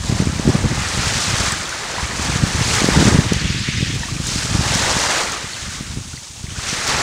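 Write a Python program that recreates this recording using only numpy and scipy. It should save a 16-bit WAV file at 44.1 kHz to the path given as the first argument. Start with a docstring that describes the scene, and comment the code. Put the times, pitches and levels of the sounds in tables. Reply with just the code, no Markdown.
"""Small waves break on a pebble beach, about one every two seconds, a few steps from a mono microphone.
Each crest spills, rolls over and traps air that rings as bubbles: spray fizzes first, then mid-sized
bubbles churn and big ones gurgle. One wave runs far up and seethes through the pebbles.
Single bubbles plop and drops splash close by. Gusts of wind rumble and thump on the microphone,
and the open sea hisses behind it all."""
import sys
import numpy as np
from scipy import signal
from scipy.fft import rfft, irfft, next_fast_len
from scipy.io import wavfile
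from scipy.ndimage import uniform_filter1d, minimum_filter1d

SR = 44100
rng = np.random.default_rng(int(sys.argv[2]) if len(sys.argv) > 2 else 0)


def bounce(signal):
    """Save signal as a 16-bit WAV file at the path given by the first command-line argument."""
    frames = np.transpose(np.atleast_2d(signal))
    limited = np.clip(frames, -1, 1)
    pcm = np.round(limited * 32767).astype(np.int16)
    wavfile.write(sys.argv[1], SR, pcm)


N = 309582
TIME = np.arange(N) / SR

# Stretches of crest that tumble over, building up until start_s. Levels in all tables are relative.
# Columns: start_s, end_s, rise_db_per_s, churn_db, gurgle_db, fizz_db
CRESTS = [(0.076, 0.22, 70, -35, -36, -31.5), (0.49, 0.56, 35, -34.5, -34, -32.5),
          (0.77, 0.885, 35, -30.5, -37, -36), (1.065, 1.48, 28, -27, -32.5, -24),
          (1.9, 2.04, 15.5, -31.5, -35, -34.5), (2.22, 2.374, 44, -30.5, -34, -29),
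          (2.71, 2.784, 33, -27, -34.5, -23.5), (3.024, 3.078, 21.5, -25, -26, -22.5),
          (4.0, 4.103, 46, -40.5, -46.5, -33), (4.272, 4.38, 153, -34.5, -47, -25.2),
          (4.739, 5.176, 34, -24.5, -27, -22.5), (5.554, 5.746, 148, -37.3, -56, -35.5),
          (6.673, 6.734, 88, -29, -38.5, -26.5), (6.887, 7.022, 80, -24, -30, -24.5)]
# Tone of fast-swirling air at the microphone. Columns: pitch_hz, level_db
FLUTTER_TONE = [(30, -36), (100, 0), (160, 4), (240, 0.5), (380, -5), (550, -10.5), (900, -22.5),
                (2500, -58)]


def breaking_waves():
    """Crests trap bubbles of three sizes; the bigger they are, the lower and later they sound."""
    # Tones of the big, mid-sized and tiny bubbles. Columns: pitch_hz, level_db
    gurgle_tone = [(100, -21), (220, -4), (400, -0.5), (600, -1), (900, 2.5), (1200, -2), (1800, -26),
                   (4000, -50)]
    churn_tone = [(500, -7.5), (900, -10), (1200, -3), (1800, -2), (2400, -5.5), (3200, -12), (4500, -9.5),
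                  (8000, -25), (16000, -45)]
    fizz_tone = [(1200, -47), (2200, -5), (3200, -1), (4500, -1), (6100, 0.5), (7500, -2.5), (10000, -8),
                 (16000, -12)]
    churns, gurgles, fizzes = np.transpose(CRESTS)[3:]
    gurgle_db = wave_level(gurgles, lag_s=0.02, growth_db_per_s=0, foam_db=-12.5,
                           foam_fall_db_per_s=23.5, lapping_db=-51.5, restless_db=0.7)
    churn_db = wave_level(churns, lag_s=0.01, growth_db_per_s=-2, foam_db=-2.5,
                          foam_fall_db_per_s=29, lapping_db=-50.5, restless_db=0.4)
    fizz_db = wave_level(fizzes, lag_s=0, growth_db_per_s=-2.5, foam_db=-10,
                         foam_fall_db_per_s=9.5, lapping_db=-41, restless_db=0.42)
    gurgle = bubble_cloud(gurgle_db + 2, gurgle_tone, far_froth(patchy_db=1.5, flicker_db=1.64),
                          near_bubbles(447.3, 1394, per_s=250, cycles=4.55, spread_db=2), near_db=-17)
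    churn = bubble_cloud(churn_db + 2, churn_tone, far_froth(patchy_db=1, flicker_db=1),
                         near_bubbles(1012, 4280, per_s=800, cycles=5.1, spread_db=2.5), near_db=-10)
    fizz = bubble_cloud(fizz_db + 2, fizz_tone, far_froth(patchy_db=0.5, flicker_db=1),
                        near_bubbles(2490, 15470, per_s=700, cycles=3, spread_db=1), near_db=-6.5)
    return gurgle + churn + fizz


def wave_level(crests_db, lag_s, growth_db_per_s, foam_db, foam_fall_db_per_s, lapping_db, restless_db):
    """Level in dB of one bubble size: crests build, roll, collapse and leave foam, over soft lapping."""
    levels = [lapping_db]
    for (start, end, rise, *_), db in zip(CRESTS, crests_db):
        rolling_db = db + growth_db_per_s * (np.clip(TIME, start, end) - (start + end) / 2)
        levels.append(rolling_db + rise_and_fall(start + lag_s, end, rise, fall_db_per_s=64))
        levels.append(db + foam_db + rise_and_fall(end, end, rise, foam_fall_db_per_s))
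    return combined_db(levels) + restless_db * wander(9.7)


def bubble_cloud(level_db, tone, far, near, near_db):
    """Far froth and near bubbles share one tone and swell and fade together."""
    return gain_of(level_db) * unit_level(with_tone(far + gain_of(near_db) * near, tone))


def far_froth(patchy_db, flicker_db):
    """Countless far bubbles merge into a hiss that comes in clumps of like size and in brief spurts."""
    shape = (N // 128 + 5, 257)  # a grid of moments by pitches
    real, imaginary, clumps = rng.standard_normal((3, *shape))
    for _ in range(2):  # blur across time and pitch
        clumps = uniform_filter1d(uniform_filter1d(clumps, size=7, axis=0), size=8, axis=1)
    grid = (real + 1j * imaginary) * gain_of(patchy_db * unit_level(clumps))
    hiss = signal.istft(grid.T, nperseg=512, noverlap=384)[1][:N]
    return unit_level(hiss * gain_of(flicker_db * wander(55)))


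def near_bubbles(low_hz, high_hz, per_s, cycles, spread_db, sizes=28):
    """Near bubbles of many sizes ring at random moments; spread_db makes a few louder than the rest."""
    out = np.zeros(N)
    chance, loudness, size_draw = rng.random((3, N))
    pops = np.flatnonzero(chance < per_s / SR)
    for size, hz in enumerate(np.geomspace(low_hz, min(high_hz, SR / 3), sizes)):
        starts = pops[(size_draw[pops] * sizes).astype(int) == size]
        strength = gain_of(spread_db * np.minimum(-np.log(loudness[starts] + 1e-9), 3))
        ring = hz * bubble(hz, cycles, rise=0.029)  # equal energy per Hz at every size
        positions = starts[:, None] + np.arange(len(ring))
        out += np.bincount(positions.ravel(), np.outer(strength, ring).ravel(), N)[:N]
    return unit_level(out)


def bubble(hz, cycles, rise):
    """A trapped bubble rings and fades, rising in pitch as it nears the surface."""
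    age = np.arange(int(5 * cycles * SR / hz) + 2) * hz / SR / cycles
    phase = 2 * np.pi * cycles * (age + rise * age ** 2 / 2)
    ring = np.sin(phase) * np.exp(-age) * (1 - np.exp(-8 * age))
    return ring / (abs(ring).max() + 1e-9)


def pebble_wash(start_s=3.346, end_s=3.876, peak_db=-25.5):
    """A thin sheet of water runs up the beach and drives air out from between dry pebbles."""
    # Tone of the escaping air. Columns: pitch_hz, level_db
    pebble_tone = [(700, -24.5), (1300, -5), (1900, 1.5), (2700, 1.5), (3500, -1), (5000, -4.5),
                   (6500, -5.5), (9000, -22), (16000, -36)]
    level_db = peak_db + rise_and_fall(start_s, end_s, rise_db_per_s=75, fall_db_per_s=59)
    return bubble_cloud(level_db, pebble_tone, far_froth(patchy_db=2, flicker_db=1),
                        near_bubbles(1525, 5130, per_s=2000, cycles=8.8, spread_db=0), near_db=-14)


def plops(gain_db=-1):
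    """Single bubbles ring close by and stand out of the wash."""
    # One bubble a row. Columns: start_s, pitch_hz, level_db
    single_bubbles = [(1.537, 1560, -15), (1.725, 1450, -16), (1.982, 934, -18.5), (4.031, 890, -23.5),
                      (4.033, 1760, -17.5), (4.085, 1110, -24), (4.165, 2350, -22), (5.534, 4220, -17),
                      (6.132, 1390, -29), (6.168, 4392, -23.5), (6.175, 1950, -29), (6.468, 2100, -29),
                      (6.504, 2880, -25), (6.56, 1430, -27), (6.593, 1205, -22.5)]
    out = np.zeros(N)
    for start, hz, db in single_bubbles:
        add(out, start, gain_of(db + gain_db) * bubble(hz, cycles=7, rise=0.044))
    return out


def spray_drops(gain_db=-2, slap_gain=0.95, slap_fade_s=0.0028):
    """A drop lands with a tiny sharp slap and leaves one small ringing bubble."""
    # Drops hitting the water close by. Columns: start_s, level_db, pitch_hz
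    landings = [(1.46, -16, 6290), (1.5209, -11, 7850), (1.6924, -16, 5860), (2.7534, -12, 5940),
                (3.3338, -13.5, 5800), (4.2692, -11, 7000), (4.751, -9.5, 5600), (5.3205, -15, 6300),
                (6.877, -11, 5340), (6.8934, -15, 4900)]
    out, t = np.zeros(N), np.arange(600) / SR
    for start, db, hz in landings:
        splash = cut_lows(rng.standard_normal(len(t)), 0.64 * hz)
        slap = slap_gain * unit_level(splash) * np.exp(-t / slap_fade_s)
        add(out, start, gain_of(db + gain_db) * slap)
        add(out, start, gain_of(db + gain_db) * bubble(hz, cycles=8, rise=0.022))
    return out


def wind_level(breeze_db=-42.5):
    """Strength of the wind in dB: gusts rise quickly, hold and die back to a light breeze."""
    # Gusts at full strength. Columns: start_s, end_s, level_db
    gusts = [(0.038, 0.374, -22), (0.485, 0.651, -17.5), (0.985, 1.032, -21), (1.273, 1.454, -25),
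             (2.028, 2.03, -26), (2.244, 2.62, -20.5), (2.827, 2.88, -23), (2.95, 3.192, -16.5),
             (3.346, 3.53, -21), (3.77, 3.956, -21.5), (4.11, 4.47, -25), (4.54, 4.762, -21.5),
             (4.924, 5.01, -45), (5.27, 5.29, -37), (5.653, 5.74, -32), (5.85, 6.017, -30),
             (6.46, 6.73, -34), (6.916, 6.964, -26.5)]
    levels = [db + rise_and_fall(start, end, rise_db_per_s=124, fall_db_per_s=53)
              for start, end, db in gusts]
    return combined_db([breeze_db] + levels)


def wind_rumble(gust_db, rumble_db=-1, flutter_db=-9.5, puffs_per_s=24, uneven=0.45, calm_db=-20):
    """Air peels off the microphone's body in uneven puffs; stronger gusts hold more fast flutter."""
    # Tone of the deep rumble. Columns: pitch_hz, level_db
    rumble_tone = [(10, -40), (22, -41), (40, -6.5), (75, -1.5), (130, -2.5), (200, -9), (300, -18.5),
                   (500, -38.5), (1500, -93)]
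    pace = puffs_per_s * np.exp(uneven * wander(36))
    puffs = np.sin(2 * np.pi * np.cumsum(pace) / SR) + uneven * np.minimum(wander(26.6), 2)
    rumble = unit_level(with_tone(rng.standard_normal(N) * gain_of(5.5 * puffs), rumble_tone))
    flutter = unit_level(with_tone(rng.standard_normal(N) * gain_of(8 * puffs), FLUTTER_TONE))
    steep_gust_db = calm_db + 3.56 * (gust_db - calm_db)
    return gain_of(gust_db + rumble_db) * rumble + gain_of(steep_gust_db + flutter_db) * flutter


def wind_thumps(gust_db, gain_db=-2, rough_gain=0.065, rough_s=0.011):
    """Swirls of air push or suck at the microphone, each wrapped in a short burst of flutter."""
    # The strongest swirls. Columns: peak_s, level_db, pitch_hz
    big_swirls = [(0.098, -3.5, 130), (0.125, -4, 190), (0.202, -0.5, 181), (0.224, -4, 180),
                  (0.272, -2, 180), (0.397, -3.5, 220), (0.477, 6, 212), (0.492, -2, 186), (0.552, -3, 300),
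                  (0.657, -2.5, 120), (0.993, -8, 127), (1.069, -10, 142), (1.34, -6.5, 115),
                  (2.03, -12.5, 101), (2.196, -9.5, 218), (2.437, 2, 137), (2.819, -3, 285),
                  (2.844, 0, 278), (2.888, 3, 317), (2.976, 3, 141), (3.01, -4, 232), (3.027, 1, 315),
                  (3.055, 0, 191), (3.122, -4, 170), (3.147, 6, 158), (3.191, 6.5, 167), (3.322, 2.5, 221),
                  (3.688, -6.5, 176), (3.828, -3.5, 140), (4.202, -10, 210), (4.288, -12, 153),
                  (4.359, -11, 173), (4.594, -4.5, 119), (4.967, -8, 190), (5.444, -16, 154),
                  (5.809, -13.5, 177), (5.973, -10, 150), (5.986, -15, 180), (6.14, -17.5, 163),
                  (6.442, -13.5, 117), (6.586, -13, 118), (6.73, -12, 243), (6.948, -14, 150)]
    out = np.zeros(N)
    flutter = unit_level(with_tone(rng.standard_normal(N), FLUTTER_TONE))
    swirls = [*big_swirls, *small_swirls(gust_db)]
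    for (peak_s, db, hz), sign in zip(swirls, rng.choice([-1, 1], len(swirls))):
        thump = swirl_thump(hz)
        t = (np.arange(len(thump)) - len(thump) / 2) / SR
        burst = np.interp(peak_s + t, TIME, flutter) * np.exp(-(t / rough_s) ** 2 / 2)
        add(out, peak_s + t[0], gain_of(db + gain_db) * (sign * thump + rough_gain * burst))
    return out


def swirl_thump(hz, sharpness=0.72, swing=0.74):
    """A spike of pressure and a swing back; the smaller the swirl, the quicker both are."""
    t = np.arange(-1536, 1536) / SR
    spike = signal.windows.tukey(len(t)) / (1 + (2 * np.pi * sharpness * hz * t) ** 2)
    thump = cut_lows(spike, swing * hz)
    return thump / abs(thump).max()


def small_swirls(gust_db, level_db=-11.5, spread_db=3, pitch_hz=150, usual_wind_db=-22, count=64):
    """Lesser swirls, harder and quicker in stronger wind, as rows of peak_s, level_db, pitch_hz."""
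    time_draw, level_draw, pitch_draw = rng.uniform(-1, 1, (count, 3)).T
    peak_s = (np.arange(count) + 1 + time_draw / 2) * TIME[-1] / (count + 1)
    force_db = np.interp(peak_s, TIME, gust_db) - usual_wind_db
    octaves = 0.14 * pitch_draw + 0.035 * force_db
    return np.transpose([peak_s, level_db + force_db + spread_db * level_draw, pitch_hz * 2 ** octaves])


def far_sea(level_db=-39):
    """The open water hisses evenly behind the waves."""
    # Tone of the sea and far shore, with the microphone's own hiss. Columns: pitch_hz, level_db
    sea_tone = [(60, -6), (250, -22), (600, -28), (1100, -6), (2500, -24), (4500, -5), (6500, 12),
                (9000, 5), (12000, 5.5), (16000, 4)]
    return gain_of(level_db) * unit_level(with_tone(rng.standard_normal(N), sea_tone))


def gain_of(db):
    """Turns decibels into a number to multiply by."""
    return 10 ** (np.asarray(db) / 20)


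def unit_level(x):
    """Scales a signal so its average power is 1."""
    return x / np.sqrt(np.mean(x ** 2) + 1e-20)


def combined_db(levels_db):
    """The level in dB of several unrelated sounds at once."""
    return 10 * np.log10(sum(gain_of(db) ** 2 for db in levels_db) + 1e-20)


def rise_and_fall(start_s, end_s, rise_db_per_s, fall_db_per_s):
    """A level in dB that climbs to 0 by the start, holds until the end and falls away."""
    return -rise_db_per_s * np.maximum(start_s - TIME, 0) - fall_db_per_s * np.maximum(TIME - end_s, 0)


def wander(rate_hz):
    """A smooth random wobble, mostly slower than the given rate."""
    size = next_fast_len(N)
    hz = np.fft.rfftfreq(size, 1 / SR)
    spectrum = rfft(rng.standard_normal(size)) * np.exp(-(hz / rate_hz) ** 2) * hz / (hz + 3)
    return unit_level(irfft(spectrum, size)[:N])


def with_tone(x, tone):
    """Turns each pitch up or down along a curve of (pitch_hz, level_db) points."""
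    size = next_fast_len(N + 4096)
    hz = np.fft.rfftfreq(size, 1 / SR)
    pitch_hz, level_db = np.transpose(tone)
    curve_db = np.interp(np.log(hz + 1), np.log(pitch_hz + 1), level_db)
    return irfft(rfft(x, size) * gain_of(curve_db), size)[:N]


def cut_lows(x, hz):
    """Weakens everything below a pitch."""
    return signal.lfilter(*signal.butter(2, hz, "highpass", fs=SR), x)


def add(mix, start_s, sound):
    """Mixes a sound in at a given time."""
    part = mix[max(round(start_s * SR), 0):][:len(sound)]
    part += sound[:len(part)]


def scene():
    """Water and wind at one microphone, the same in both channels."""
    water = breaking_waves() + pebble_wash() + plops() + spray_drops() + far_sea()
    gust_db = wind_level()
    return np.tile(water + wind_rumble(gust_db) + wind_thumps(gust_db), (2, 1))


def record(dry, top_hz=15800):
    """The microphone dulls the highs, a limiter turns down the hardest thumps, and the very top is cut."""
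    # How well the microphone hears each pitch. Columns: pitch_hz, level_db
    microphone_tone = [(20, -1), (7300, 0), (8600, -1), (10000, -5), (11200, -13.5), (12500, -16),
                       (14000, -16), (15700, -20)]
    heard = np.array([with_tone(channel, microphone_tone) for channel in dry])
    allowed_gain = 1 / np.maximum(abs(heard).max(axis=0), 1)
    smooth_gain = uniform_filter1d(minimum_filter1d(allowed_gain, size=129), size=129)
    top_cut = signal.firwin(511, top_hz, window=("kaiser", 9), fs=SR)
    return signal.oaconvolve(heard * smooth_gain, top_cut[None], "same")


dry = scene()
out = record(dry)
bounce(out)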